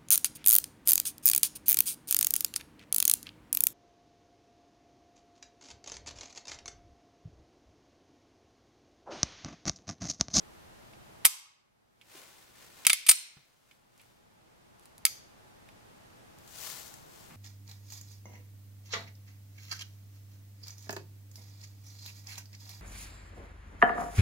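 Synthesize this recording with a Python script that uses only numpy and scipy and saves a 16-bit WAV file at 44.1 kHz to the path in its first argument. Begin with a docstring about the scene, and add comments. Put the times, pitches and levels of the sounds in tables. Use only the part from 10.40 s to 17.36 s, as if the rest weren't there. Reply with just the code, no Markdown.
"""Over a fan's hum in a small room, an unloaded pistol is dry-fired: a faint noise leads in, the sear lets go,
then the striker lands and bounces, as noise cracks over ringing modes. Hands rub the grip (grainy friction
noise) and bump it; the slide is racked in double blows; small parts tick and tap; the trigger is let out to
its reset. Late on, a nylon sleeve sweeps past on the left and its folds snap. Room noise answers each sound.
A gain control ducks at the loud snaps and lets the room noise creep back."""
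import sys
import numpy as np
from scipy import signal
from scipy.fft import rfft, irfft, next_fast_len
from scipy.io import wavfile
from scipy.ndimage import uniform_filter1d, minimum_filter1d, map_coordinates

SR = 44100
rng = np.random.default_rng(int(sys.argv[2]) if len(sys.argv) > 2 else 0)


def to_wav(sig):
    """Store sig (one row per channel, or 1-D mono) as 16-bit WAV at the path in sys.argv[1].

    Samples outside -1..1 are clipped; the rate is SR.
    """
    pcm = np.clip(np.atleast_2d(sig), -1, 1) * 32767
    pcm = np.round(pcm).astype(np.int16)
    wavfile.write(sys.argv[1], SR, pcm.T)  # frames by channels


N = 306881  # length in samples

# ringing modes of the trigger's connector: (f/Hz, relative level/dB, t60/s)
CONNECTOR_MODES = [(2240, -15, 0.052), (4200, -0.5, 0.006), (4790, 1.5, 0.012), (5350, -1, 0.007),
                   (5950, -14, 0.0091), (8860, -2, .012), (10500, 4, 0.014), (11650, 2, 0.013),
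                   (12120, 1.5, 0.014)]


def amp(db):
    """Decibels to gain."""
    return 10 ** (np.asarray(db) / 20)


def unit(x):
    """Scaled to rms 1."""
    return x / np.sqrt(np.mean(x ** 2) + 1e-20)


def along(points, hz):
    """(f/Hz, value) points read on a log frequency axis."""
    f, value = np.transpose(points)
    return np.interp(np.log(hz + 1), np.log(f + 1), value)


def fade(t, t60):
    """Exponential decay by 60 dB in t60 seconds."""
    return np.exp(-np.log(1000) * t / t60)


def wobble(rate):
    """A smooth random curve with rate knots a second."""
    knots = rng.standard_normal(int(N * rate / SR) + 4)
    return map_coordinates(knots, [np.arange(N) * rate / SR])


def noise(spectrum, alike, size):
    """Coloured stereo noise of rms 1; alike lists (f/Hz, left-right likeness)."""
    hz = np.fft.rfftfreq(size, 1 / SR)
    # the likeness sets how the noise is shared between mid and side
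    turn = np.arccos(np.clip(along(alike, hz), -1, 1)) / 2
    coloured = rfft(rng.standard_normal((2, size))) * amp(along(spectrum, hz))
    mid, side = irfft(coloured * [np.cos(turn), np.sin(turn)], size)
    return unit(np.array([mid + side, mid - side]))


def pan(db):
    """Left and right gains for a left-minus-right level in dB."""
    return amp([[db / 2], [-db / 2]])


def add(track, s, sound):
    """Mix a sound into the track from time s in seconds."""
    part = track[:, round(s * SR):][:, :sound.shape[1]]
    part += sound[:, :part.shape[1]]


def strokes(rows, rise):
    """Gain of rubbing strokes: each swells, rounds off and dies away exponentially; rise is the swell's share."""
    s, db, length = np.transpose(rows)[:, :, None]
    t = np.arange(N) / SR - s
    away = t / (length * np.where(t < 0, rise, 1 - rise))
    # overlapping strokes add in power
    return np.linalg.norm(amp(db) * np.exp(1 - np.hypot(1, away)), axis=0)


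def rub(force, surface, grain_db, grain_rate):
    """Fine friction hiss whose strength catches and slips."""
    hiss = noise(surface, [(3000, 0.3155)], N)
    return force * unit(hiss * amp(grain_db * wobble(grain_rate)))


def ring(modes, t, scatter_db, spread):
    """Damped modes, struck at random strengths; each has a slightly different phase on either side."""
    hz, db, t60 = np.transpose(modes)[:, :, None]
    phase = rng.uniform(0, 2 * np.pi, hz.shape) + spread * rng.standard_normal((2, *hz.shape))
    strength = amp(db + scatter_db * rng.standard_normal(hz.shape)) / np.linalg.norm(amp(db))
    return np.sum(strength * fade(t, t60) * np.sin(2 * np.pi * hz * t + phase), axis=1)


def contacts(steel, times, crack_db, crack_t60, frame_db, steel_db, thud_db):
    """Steel on steel: a brief crack and, in dB re the crack, the polymer frame's knock, a steel ping and a thud."""
    # spectra of the steel's crack, the frame's knock and the thud in the hand: (f/Hz, relative level/dB)
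    crack_spectrum = [(500, -25), (1500, -14), (2200, -8.5), (4000, -2), (7000, 1.5), (11000, 5),
                      (13500, -0.5), (15300, -1), (16500, -14)]
    knock_spectrum = [(600, -32), (1200, -15), (1700, -12), (2250, 0), (3200, -4.5), (3900, -10),
                      (5500, -16), (9000, -31.5)]
    thud_spectrum = [(30, -23), (170, -1.5), (350, -16), (600, -6), (1000, 3), (1700, -7), (4000, -33.5)]
    # the frame's modes that hum on: (f/Hz, relative level/dB, t60/s)
    frame_modes = [(1303, -5, 0.073), (2120, 1, 0.063), (2357, -2.5, 0.059), (2900, -4, 0.026),
                   (3180, 0, .07), (3580, -5.5, 0.1), (4790, -0.5, 0.065)]
    out, t = np.zeros((2, N)), np.arange(SR // 6) / SR
    onset = 1 - np.exp(-t / .00025)
    radiation = signal.butter(2, 1000, "highpass", fs=SR)  # small parts radiate little bass
    grip = signal.butter(2, 110, "highpass", fs=SR)  # the whole gun reaches lower
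    for s, db, t60, knock_db, ping_db in np.broadcast(times, crack_db, crack_t60, frame_db, steel_db):
        crack = noise(crack_spectrum, [(3000, .85), (12000, 1.0)], len(t)) * fade(t, t60)
        # many heavily damped frame modes blur into noise, a few hum on
        knock = noise(knock_spectrum, [(2500, 0.6)], len(t)) * fade(t, t60 + 0.0041)
        knock = knock + amp(-13) * ring(frame_modes, t, scatter_db=2.5, spread=0.4)
        ping = ring(steel, t, scatter_db=2, spread=0.2)
        blow = crack + amp(knock_db) * pan(-4.5) * knock + amp(ping_db) * ping
        click = signal.lfilter(*radiation, onset * blow)
        thud = amp(thud_db) * pan(-3.5) * noise(thud_spectrum, [(500, 0.23)], len(t)) * fade(t, 0.017)
        add(out, s, amp(db) * (click + signal.lfilter(*grip, onset * thud)))
    return out


def fan():
    """Steady room air as coloured noise, with a fan's slightly unsteady hum and whine as sines."""
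    # spectrum of the air: (f/Hz, relative level/dB)
    air_spectrum = [(12, -42), (20, -9), (43, -7), (123, -2), (150, -4), (228, -4), (285, -7.5),
                    (328, -4.5), (446, -7), (698, -6.5), (1120, -10.5), (1810, -14.5), (2390, -17.5),
                    (13900, -29.5), (16000, -35.5)]
    # stereo width of the air: (f/Hz, left-right likeness from -1 to 1)
    air_alike = [(60, 0.22), (150, -0.03), (380, -0.56), (950, -0.46), (2380, -0.21), (5980, 0.04),
                 (15000, -0.0013)]
    # the fan's hum and whine: (mean f/Hz, mean level/dB)
    tones = [(119, -72), (838, -71.5)]
    out = amp(-54) * noise(air_spectrum, air_alike, N)
    for hz, db in tones:
        phase = 2 * np.pi * np.cumsum(hz + 4 * wobble(12)) / SR
        out = out + amp(db + 2 * wobble(3.3)) * np.sin(phase)
    return out


def room(x, near_db, near_t60, tail_db):
    """The bench and its clutter answer from 2 ms on; the walls leave a longer diffuse tail that builds up."""
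    # decay of the tail: (f/Hz, t60/s)
    tail_decay = [(150, .25), (1000, 0.66), (3200, 0.53), (6000, .45), (10000, 0.31), (15000, 0.26)]
    # colour of the tail: (f/Hz, relative level/dB)
    tail_colour = [(100, -7.5), (1000, -5), (2400, -3), (4500, 3), (9000, -2.5), (15000, -3.5)]
    hz, s, z = signal.stft(rng.standard_normal((2, SR * 2 // 3)), SR, nperseg=256)
    shape = amp(along(tail_colour, hz))[:, None] * fade(s, along(tail_decay, hz)[:, None])
    tail = signal.istft(z * shape, SR, nperseg=256)[1]
    t = np.arange(tail.shape[1]) / SR
    tail = tail * (1 - np.exp(-t / 0.0088))
    near = rng.standard_normal(tail.shape) * fade(t, near_t60) * (t > .002)
    near = amp(near_db) * near / np.linalg.norm(near[0])
    tail = amp(tail_db) * tail / np.linalg.norm(tail[0])
    return signal.fftconvolve(x, near + tail, axes=1)[:, :N]


def sleeve():
    """The nylon sleeve slides by on the left as grainy hiss, and its folds snap as short noise bursts."""
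    # spectrum of nylon on nylon: (f/Hz, relative level/dB)
    nylon_spectrum = [(150, -34), (400, -7), (900, -2.5), (2200, -4), (4000, -1), (7200, 0.5), (9500, -5),
                      (14500, -3), (16000, -5)]
    # sweeps of the sleeve: (t of the peak/s, relative level/dB, time scale/s)
    sweeps = [(6.255, -43, 0.18), (6.78, -60, 0.23)]
    # snaps of the folds: (t/s, relative level/dB)
    creases = [(5.9864, -42), (6.0768, -39), (6.3007, -26), (6.5405, -32.5)]
    out = amp(2.0) * rub(strokes(sweeps, rise=0.35), nylon_spectrum, grain_db=1.5, grain_rate=400)
    t = np.arange(SR // 20) / SR
    for s, db in creases:
        snap = noise(nylon_spectrum, [(3000, 0.38)], len(t)) * fade(t, 0.011)
        add(out, s, amp(db - 6.5) * snap)
    return pan(7.8) * out


def hands():
    """Palms rub round the grip as friction hiss and bump softly against it as low noise with a pitch."""
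    # spectrum of skin on the grip: (f/Hz, relative level/dB)
    skin_spectrum = [(100, -7), (300, 3.5), (900, 3), (2200, 2.5), (4000, 0.5), (8000, -2), (12000, -5.5),
                     (16000, -6)]
    # strokes on the grip: (t of the peak/s, level/dB, time scale/s)
    grip_strokes = [(1.78, -40, 0.13), (1.98, -48.5, 0.17), (2.21, -47.5, 0.12), (2.45, -47, 0.25),
                    (2.9, -51, 0.38), (3.3, -56, 0.11), (3.62, -56, 0.15), (4.44, -60, 0.052)]
    # soft knocks of the hands: (t/s, pitch f/Hz, level/dB, t60/s)
    bumps = [(1.750, 312, -30.5, 0.039), (2.967, 130, -35.5, 0.13), (6.9, 150.7, -50.5, 0.26),
             (6.939, 162, -47.5, 0.11)]
    # spectrum of a bump: (multiple of its pitch, relative level/dB)
    bump_spectrum = [(.2, -29), (1, 2), (2, -22.5), (5, -21), (15, -19), (60, -56)]
    force = strokes(grip_strokes, rise=.42)
    out = pan(2.0) * rub(force, skin_spectrum, grain_db=1.5, grain_rate=300)
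    t = np.arange(SR // 4) / SR
    soft_onset = 1 - np.exp(-t / 0.0019)
    for s, hz, db, t60 in bumps:
        body = noise(np.array(bump_spectrum) * [hz, 1], [(200, 1.0)], len(t))
        add(out, s, amp(db) * body * fade(t, t60) * soft_onset)
    return out


def small_parts():
    """Bright ticks of the linkage and dull taps of loose parts on the frame as the gun is handled."""
    # thin ticks of the trigger's linkage: (t/s, crack level/dB)
    tick_rows = [(3.5779, -38.5), (3.6157, -35.5), (3.712, -52), (4.3955, -43.5), (4.4560, -37),
                 (4.5800, -35)]
    # loose parts tap the frame: (t/s, crack level/dB, crack t60/s)
    tap_rows = [(.5337, -64.5, .032), (1.6127, -48.5, 0.041), (2.969, -48, 0.016), (3.3114, -50, .035),
                (3.596, -59.5, .12), (5.2883, -57, 0.014)]
    ticks = contacts(CONNECTOR_MODES, *np.transpose(tick_rows),
                     crack_t60=.008, frame_db=-23, steel_db=-15, thud_db=-24)
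    taps = contacts(CONNECTOR_MODES, *np.transpose(tap_rows), frame_db=11.0, steel_db=-7.5, thud_db=-8)
    return ticks + taps


def reset():
    """The connector snaps back and rings; the trigger bar follows with a duller knock on the frame."""
    reset_s, bar_lag_s = 4.6522, .0116
    snap = contacts(CONNECTOR_MODES, reset_s, crack_db=0.5,
                    crack_t60=0.0087, frame_db=-18, steel_db=-1.5, thud_db=-40)
    bar = contacts(CONNECTOR_MODES, reset_s + bar_lag_s, crack_db=-23,
                   crack_t60=0.02, frame_db=1.5, steel_db=-5.5, thud_db=-29.5)
    return snap + bar


def rack():
    """The slide unlocks, hits its rear stop, is let go and slams shut; play in the rails doubles every blow."""
    # blows: (t/s, crack level/dB, then re the crack: second contact level/dB, frame level/dB, spring level/dB)
    blows = [(2.4498, -24.5, -2, 5, -18.5), (2.4673, 20, -19.5, -10.5, -26), (2.497, 6, 2, 1, 2.5),
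             (2.5310, 11.5, -17, -9.5, -21), (2.665, -7, 0, -5.5, 2), (2.6858, 2.5, 14.5, -10.5, 3),
             (2.6929, 20.5, -8.5, -12, 3), (2.712, 11, 0, -12, -7)]
    # ringing modes of the spring: (f/Hz, relative level/dB, t60/s)
    spring_modes = [(7980, -8.5, 0.029), (8780, -2.5, 0.031), (8930, 2, 0.041), (9370, -4, 0.019),
                    (9000, -4.5, 0.024)]
    let_go_s, play_s = 2.6, .0037
    first_touch_db = -8  # the first touch rings the spring less
    s, db, second_db, frame_db, spring_db = np.transpose(blows)
    # dry cracks while the slide is drawn back, longer grinding ones as it runs home
    t60 = np.where(s < let_go_s, 0.012, .018)
    first = contacts(spring_modes, s, db, t60, frame_db, spring_db + first_touch_db, thud_db=-29.5)
    second = contacts(spring_modes, s + play_s, db + second_db, t60, frame_db, spring_db, thud_db=-24)
    return first + second


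def dry_fire(count=4):
    """The sear's release knocks the frame; the striker lands and bounces ever faster and weaker."""
    # ringing modes of the striker: (f/Hz, relative level/dB, t60/s)
    striker_modes = [(3190, -16.5, .06), (7700, -4, 0.014), (8525, -2, .016), (8600, -6, .012),
                     (9860, -2.5, 0.016), (10440, 0, .014), (11200, -1.5, 0.012), (11460, -0.5, 0.026),
                     (12100, -0.5, 0.019), (12320, 0, .012), (13760, -4.5, .01)]
    lead_in_s, sear_s, strike_s = .8472, .8503, .8532
    first_flight_s, flight_shrink, bounce_loss_db = .006, .9, 6  # each flight is 0.9 of the one before
    landing = np.arange(count)
    times = strike_s + first_flight_s * np.r_[0, np.cumsum(flight_shrink ** landing[:-1])]
    # a faint noise leads in
    faint_lead_in = contacts(striker_modes, lead_in_s, crack_db=-10,
                             crack_t60=0.031, frame_db=-0.5, steel_db=-20, thud_db=-5)
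    sear = contacts(striker_modes, sear_s, crack_db=19.5,
                    crack_t60=.008, frame_db=-5.5, steel_db=-8, thud_db=-16.5)
    strike = contacts(striker_modes, times, crack_db=23 - bounce_loss_db * landing,
                      crack_t60=.0105, frame_db=-14.5, steel_db=1, thud_db=-21.5)
    return faint_lead_in + sear + strike


def pistol():
    """All the gun's contacts together; they arrive one sample later on the left."""
    left, right = dry_fire() + rack() + reset() + small_parts()
    return np.array([np.roll(left, 1), right])


def scene():
    """Pistol, hands and sleeve in the room, over the fan."""
    cloth = hands() + sleeve()
    # the gun's other faces radiate the same blows to the walls with another mix of modes
    outward = (pistol() + pistol()[::-1]) / np.sqrt(2) + cloth
    answer = room(outward, near_db=-9.5, near_t60=.06, tail_db=-18.0)
    return pistol() + cloth + answer + fan()


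def gain_control(x, limit_db, release):
    """Looks a few ms ahead, ducks at once by the excess over the limit, and recovers slowly."""
    power = np.abs(uniform_filter1d(np.mean(x ** 2, axis=0), size=88))
    excess = np.maximum(10 * np.log10(power + 1e-12) - limit_db, 0)
    ahead = -minimum_filter1d(-excess, size=300)
    # the running maximum holds the duck, which shrinks in dB with time constant release (s)
    recovery = np.exp(-np.arange(N) / SR / release)
    duck_db = np.maximum.accumulate(ahead / recovery) * recovery
    return x * amp(-uniform_filter1d(duck_db, size=100))


def peak_limiter(x):
    """A very fast second stage turns down the remaining spikes that pass full scale."""
    needed = 1 / np.maximum(np.abs(x).max(axis=0), 1)
    return x * uniform_filter1d(minimum_filter1d(needed, size=13), size=13)


def record(dry):
    """Gain control, peak limiting and a steep treble cut-off."""
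    loud = peak_limiter(gain_control(dry, limit_db=-7.0, release=1.176))
    size = next_fast_len(N + SR // 2)
    top_hz = 16050
    band = 1 / (1 + (np.fft.rfftfreq(size, 1 / SR) / top_hz) ** 110)
    return irfft(rfft(loud, size) * band, size)[:, :N]


dry = scene()
out = record(dry)
to_wav(out)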